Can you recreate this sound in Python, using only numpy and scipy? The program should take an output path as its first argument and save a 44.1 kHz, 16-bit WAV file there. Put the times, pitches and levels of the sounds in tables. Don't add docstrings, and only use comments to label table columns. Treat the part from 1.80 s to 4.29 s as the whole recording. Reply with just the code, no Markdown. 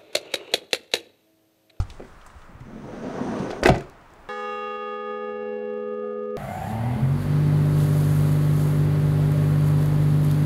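import sys
import numpy as np
from scipy import signal
from scipy.io import wavfile
from scipy.ndimage import uniform_filter1d

SR = 44100
rng = np.random.default_rng(int(sys.argv[2]) if len(sys.argv) > 2 else 0)


def decibels_to_gain(level_db):
    exponent = np.asarray(level_db, float) / 20
    return 10 ** exponent


def bounce(signal):
    frames = np.transpose(np.atleast_2d(signal))
    limited = np.clip(frames, -1, 1)
    pcm = np.round(limited * 32767).astype(np.int16)
    wavfile.write(sys.argv[1], SR, pcm)


N = 109764

# (time [s], body level [dB], struck region [Hz], clack level [dB],
# share of the ring time left by the seal [1])
SLAM = [(1.8292, -7, 518, -23, 0.14), (1.8320, -10.5, 343, -36, 0.085), (1.8339, -8.5, 400, -10.5, 0.24),
        (1.852, -11.5, 817, -22, 0.15), (1.8562, -5.5, 400, -18, 0.116), (1.8588, -4, 371, -2.5, 0.19),
        (1.8700, -14, 600, -7, 0.12), (1.8877, -3, 726, -19, 0.3), (1.8907, -6.5, 297.6, -4, 0.098),
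        (1.8930, -1.5, 600, -10.5, 0.18), (1.880, -16, 54, -49, 0.33), (1.8980, -6.5, 156, -32, 0.061),
        (1.903, -21, 472, -31, 0.44), (1.919, -13, 126, -39, 0.23), (1.944, -22, 790, -24, 0.22),
        (1.9498, -19.5, 460, -22.5, 0.47), (1.965, -18, 143, -23, .15), (1.977, -18, 380, -36, 0.18),
        (2.008, -35, 304, -30, 0.4), (1.830, -24, 71, -40, 0.13), (1.864, -7.5, 650, -25, 0.155),
        (1.844, -33, 494, -32, 0.14), (1.8745, -13.5, 400, -13.5, .2), (1.912, -22, 600, -33, 0.18)]
# (time [s], body level [dB], struck
# region [Hz], clack level [dB])
JOLTS = [(0.1976, -28, 448, -46), (.203, -24.5, 496, -40.5), (0.212, -29.5, 327, -59),
         (.223, -35, 265, -39), (0.246, -43, 230, -42), (.551, -37, 69, -70), (0.691, -37.5, 195, -58),
         (0.75, -33.5, 105, -65), (.808, -29, 118, -41), (0.881, -35, 206, -55), (0.931, -29, 232, -47),
         (1.167, -23, 233, -55), (1.412, -22.5, 228, -53), (1.462, -24.5, 226, -54), (1.490, -19, 222, -44),
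         (1.521, -23.5, 228, -50), (1.601, -18.5, 200, -53), (1.646, -19.5, 286, -44),
         (1.706, -16.5, 400, -25), (1.7305, -17.5, 620, -32)]
# (frequency [Hz], level [dB], t60 [s])
BOOM_MODES = [(54, 7, 0.36), (90.4, 6.5, 0.23), (133.5, -0.5, 0.27), (159, -1, 0.15)]
# (frequency [Hz], level [dB], t60 [s])
PANEL_MODES = [(209, -7.5, 0.14), (243.5, 0.5, 0.05), (251.4, -5, 0.23), (306, -0.5, 0.068),
               (365, -1, 0.07), (426.5, -0.5, 0.069), (502, 3, 0.055), (572.3, -10, 0.26), (620, -6, 0.18),
               (679, -5, 0.086), (722, -0.5, 0.036), (795, -9.5, 0.16)]
# (frequency [Hz], level [dB], t60 [s])
CLACK_MODES = [(943, 5, 0.032), (1113, 10.5, 0.017), (1260, 5.5, 0.039), (1498, 4.5, 0.19),
               (1640, -4, 0.019), (1680, -19, 0.006), (1896, 8, 0.077), (2410, 14, 0.018), (2479, -1, 0.22),
               (2540, 7, 0.014), (3300, 6, 0.039), (4200, -7, 0.042), (4900, -10, 0.074)]
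# (time [s], level [dB])
CHATTER = [
    (1.826, -77),
    (1.835, -26.5),
    (1.849, -42),
    (1.858, -18),
    (1.868, -31.5),
    (1.884, -39),
    (1.892, -24),
    (1.91, -48),
    (2.04, -53.5),
]
# (frequency [Hz], width [Hz], level [dB])
CHATTER_TONE = [(1140, 840, 2.5), (2240, 1000, -0.5), (4300, 2200, -6.5), (6500, 5400, -13),
                (11200, 11000, -28)]
# (time [s], level [dB], centre [Hz], t60 [s])
TICKS = [(.001, -43, 4800, 0.029), (.001, -28, 910, 0.026), (.022, -52.5, 3000, 0.037),
         (0.101, -37.5, 3100, 0.032), (.101, -41, 6500, 0.011), (.413, -54.5, 3080, .06),
         (0.463, -50.5, 7000, 0.067), (0.461, -40, 900, 0.047), (0.501, -37, 1210, 0.012),
         (.539, -47, 1300, 0.021), (.618, -54, 2930, 0.043), (0.803, -61.5, 6000, 0.059),
         (.804, -68, 12900, 0.039), (0.463, -63, 13500, 0.047), (1.589, -48, 4100, 0.14),
         (1.702, -40.5, 3650, 0.073), (1.710, -39, 3700, 0.055), (1.816, -50, 7000, 0.028),
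         (1.8265, -48, 8000, 0.016), (1.863, -40, 11900, 0.076), (1.835, -22.5, 5000, 0.031),
         (1.8577, -21.5, 4200, 0.029), (1.8700, -28, 6240, 0.049), (1.872, -39, 12300, 0.053),
         (1.887, -22.5, 3500, 0.033), (1.891, -30, 6840, 0.029), (1.903, -32, 5460, 0.0084),
         (1.944, -43, 5000, 0.048), (1.956, -44, 5900, 0.032), (1.98, -42.5, 5600, 0.032),
         (2.008, -41, 6860, 0.015), (2.025, -48, 5130, 0.0062), (2.0984, -41, 5730, 0.0063),
         (2.0983, -42, 9900, 0.0045), (2.337, -47, 7900, 0.0052), (2.213, -52, 5700, 0.0056),
         (2.304, -50, 5500, .006)]
# (time [s], level [dB], brightness [dB])
ROLLING = [
    (.68, -52, -24),
    (.86, -44, -7),
    (.95, -31.5, -10),
    (1.13, -33, -0.5),
    (1.24, -30.5, 0.5),
    (1.44, -32.5, 3.5),
    (1.5, -23.5, -3.5),
    (1.7, -34, 6),
    (1.82, -30.5, -0.5),
]
# (time [s], level [dB])
DOOR_SPEED = [
    (.66, -103),
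    (.86, -65),
    (1.13, -53.5),
    (1.37, -47),
    (1.6, -45.5),
    (1.7, -46.5),
    (1.8, -51.5),
    (1.86, -89),
]
# (frequency [Hz], width [Hz], level [dB])
TRACK_TONE = [(1550, 380, 6.5), (2400, 1230, 1.5), (3500, 530, -9.5), (4800, 1200, -6), (6050, 520, -3.5),
              (7500, 1500, -27), (8650, 530, -12), (11000, 3100, -41)]
# (frequency [Hz], level [dB], t60 [s])
FLOOR_MODES = [(50, -16, 0.13), (89.5, -13.5, 0.14), (191, -27, 0.0098), (600, -36, 0.029)]
# (time [s], level [dB])
RUSTLE = [
    (0, -44.5),
    (.045, -67),
    (.11, -61),
    (.2, -65.5),
    (.38, -70),
    (.48, -67),
    (.65, -69.5),
    (.75, -75),
    (1., -77),
]
# (frequency [Hz], level [dB], t60 [s])
SHELL = [(143, -25.5, 0.15), (400, -32, 0.4), (1026, -18.5, 0.12), (2130, -24.5, 0.21), (5000, -29, 0.46)]
# (frequency [Hz], level [dB per Hz])
TRAFFIC = [(110, 2.5), (300, -1), (630, 1), (1150, 4.5), (2000, -9), (4000, -24.5), (8000, -29),
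           (15000, -34)]
# (time [s], level [dB])
WIND = [(.1, -42.5), (.35, -52), (.55, -50.5), (.7, -51), (1.05, -46), (1.18, -51), (1.3, -55), (1.5, -69),
        (1.75, -44), (1.9, -67), (2.05, -48), (2.2, -51.5), (2.49, -55)]

FLICKER_DB = 1.1


def level(x, db):
    return x * decibels_to_gain(db) / np.sqrt(np.mean(x ** 2))


def noise(count=N):
    return rng.standard_normal(count)


def band(x, hz, width_hz):
    return signal.lfilter(*signal.iirpeak(min(hz, .4 * SR), hz / width_hz, fs=SR), x)


def band_twice(x, hz, width_hz):
    return band(band(x, hz, width_hz), hz, width_hz)


def ring(x, hz, t60):
    pole = np.exp((2j * np.pi * hz - np.log(1000) / t60) / SR)
    return signal.lfilter([1], [1, -pole], x).imag


def walk(rate):
    k = int(SR / rate)
    steps = np.repeat(noise(N // k + 1), k)
    return 1.4 * uniform_filter1d(uniform_filter1d(steps, k), k)[:N]


def curve(rows, column=1):
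    table = np.array(rows)
    return np.interp(np.arange(N) / SR, table[:, 0], table[:, column])


def struck(modes, column, fall_db):
    scatter_db, detune, contact_cycles = 3, .05, .25
    jolt_damping, jolt_bass_fall = 0.3, 2.07
    out, t = np.zeros(N + SR), np.arange(SR // 4) / SR
    hz, db, t60 = np.array(modes).T[:, :, None]
    blows = [r + (jolt_damping, jolt_bass_fall) for r in JOLTS] + [r + (1,) for r in SLAM]
    for blow in blows:
        s, region_hz, damping, bass_fall = blow[0], blow[2], blow[-2], blow[-1]
        mix, sign, tuning = rng.standard_normal((3, len(modes), 1))
        fall = fall_db * np.log2(hz / region_hz) ** 2 * np.where(hz < region_hz, bass_fall, 1)
        share = decibels_to_gain(db + scatter_db * mix - fall)
        share = share / np.sqrt(np.sum(share ** 2)) * np.sign(sign)
        decay = decibels_to_gain(blow[column] - 60 * t / (t60 * max(damping, .03)))
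        onset = 1 - np.exp(-t * hz / contact_cycles)
        rings = share * decay * onset * np.sin(2 * np.pi * hz * (1 + detune * tuning) * t)
        start = int(s * SR)
        out[start:start + len(t)] += rings.sum(axis=0)
    return out[:N]


def punches():
    gain_db, decay_cycles = 1, 11
    out, t = np.zeros(N + SR), np.arange(SR // 8) / SR
    for s, db, hz, *_ in JOLTS + SLAM:
        swing = decibels_to_gain(db + gain_db - 60 * t * hz / decay_cycles) * np.sin(2 * np.pi * hz * t)
        start = int(s * SR)
        out[start:start + len(t)] -= band(swing, hz, 2 * hz)
    return out[:N]


def chatter():
    grit = noise() * decibels_to_gain(2.8 * walk(600))
    tone = sum(level(band_twice(grit, hz, w), db) for hz, w, db in CHATTER_TONE)
    before, after = (CHATTER[0][0] - .01, -120), (CHATTER[-1][0] + .05, -120)
    return level(tone, 0) * decibels_to_gain(curve([before] + CHATTER + [after]))


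def ticks():
    width, rise_s = 0.55, 0.00038
    out, t = np.zeros(N + SR), np.arange(SR // 8) / SR
    for s, db, hz, t60 in TICKS:
        burst = band(band(noise(len(t)), hz, 2 * width * hz), hz, width * hz)
        start = int(s * SR)
        out[start:start + len(t)] += level(burst, db) * decibels_to_gain(-60 * t / t60) * (1 - np.exp(-t / rise_s))
    return out[:N]


def track_bumps():
    per_s, spread_db = 1200, 5
    hits = rng.random(N) < per_s / SR
    return hits * decibels_to_gain(spread_db * noise()) * np.sign(noise())


def rollers():
    shared_share, judder_db = 0.41, 1.6
    shared, judder = track_bumps(), decibels_to_gain(judder_db * walk(39.87))

    def drive(modes, tilt):
        out = 0
        for hz, db, t60 in modes:
            push = (shared_share * shared + track_bumps()) * judder * decibels_to_gain(1.6 * walk(11.9))
            out = out + decibels_to_gain(db) * hz ** tilt * ring(push, hz, t60)
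        return out

    low = level(drive(PANEL_MODES[:4], -1.4), -4.5) + level(drive(BOOM_MODES[2:], 0.11), -13.5)
    upper = level(drive(PANEL_MODES[4:], -0.72), -4.5) + level(drive(CLACK_MODES[:8], -3.4), -14)
    body = low + decibels_to_gain(curve(ROLLING, column=2)) * upper
    body = signal.sosfilt(signal.butter(4, 105, "high", fs=SR, output="sos"), body)
    before, after = (ROLLING[0][0] - .08, -90), (ROLLING[-1][0] + 0.084, -90)
    effort = curve([before] + [r[:2] for r in ROLLING] + [after])
    hiss = 0
    for hz, w, db in TRACK_TONE:
        hiss = hiss + level(band_twice(noise(), hz, 2 * w), db) * decibels_to_gain(FLICKER_DB * walk(24.56))
    return decibels_to_gain(effort) * body + decibels_to_gain(curve(DOOR_SPEED)) * level(hiss, 0)


def thump():
    start_s, push_s = 0., 0.00044
    kick = np.zeros(N)
    kick[int(start_s * SR):int((start_s + push_s) * SR)] = 1 / (push_s * SR)
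    return sum(decibels_to_gain(db) * ring(kick, hz, t60) for hz, db, t60 in FLOOR_MODES)


def rustle():
    grain = noise() * decibels_to_gain(1.6 * walk(87.2))
    limits = signal.butter(4, [2400, 9300], "band", fs=SR, output="sos")
    cloth = signal.sosfilt(limits, band(grain, 3600, 9000))
    return level(cloth, 0) * decibels_to_gain(curve(RUSTLE))


def shell(x):
    t, tail = np.arange(SR // 2) / SR, 0
    for hz, db, t60 in SHELL:
        tail = tail + level(band(noise(len(t)), hz, hz), db) * decibels_to_gain(-60 * t / t60)
    return signal.fftconvolve(x, tail)[:N] * decibels_to_gain(-22.5)


def wind():
    gust_db = 2.5
    low = level(band(noise(), 22.0, 14.0), 0) * decibels_to_gain(gust_db * walk(10))
    high = level(band_twice(noise(), 60, 60), -8) * decibels_to_gain(gust_db * walk(4.33))
    return (low + high) * decibels_to_gain(curve(WIND))


def traffic():
    out, swell = 0, walk(0.55)
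    shape_hz, shape_db = np.array(TRAFFIC).T
    for hz in 110 * 2 ** np.arange(0, 7.4, .5):
        db = np.interp(np.log(hz), np.log(shape_hz), shape_db)
        db = db + 10 * np.log10(hz)
        db = db + 0.75 * swell + FLICKER_DB * walk(10.23)
        out = out + decibels_to_gain(db) * level(band_twice(noise(), hz, hz / 2), 0)
    return level(out, -51)


def scene():
    body = decibels_to_gain(-5) * struck(BOOM_MODES + PANEL_MODES, column=1, fall_db=13)
    clack = struck(CLACK_MODES, column=3, fall_db=0.35)
    door = body + clack + punches() + chatter() + ticks()
    mix = door + shell(door) + rollers() + thump() + rustle() + wind() + traffic()
    return mix[None]


def low_pass(x):
    return signal.sosfilt(signal.butter(12, 15730, fs=SR, output="sos"), x)


def record(dry):
    hiss = level(band(noise(), 15500, 400), -81)
    rounded = np.tanh(0.44 * dry) / .45
    top_cut = signal.ellip(10, .3, 60, 15760, fs=SR, output="sos")
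    finished = signal.sosfilt(top_cut, rounded + hiss)
    return low_pass(finished)


dry = scene()
out = record(dry)
bounce(out)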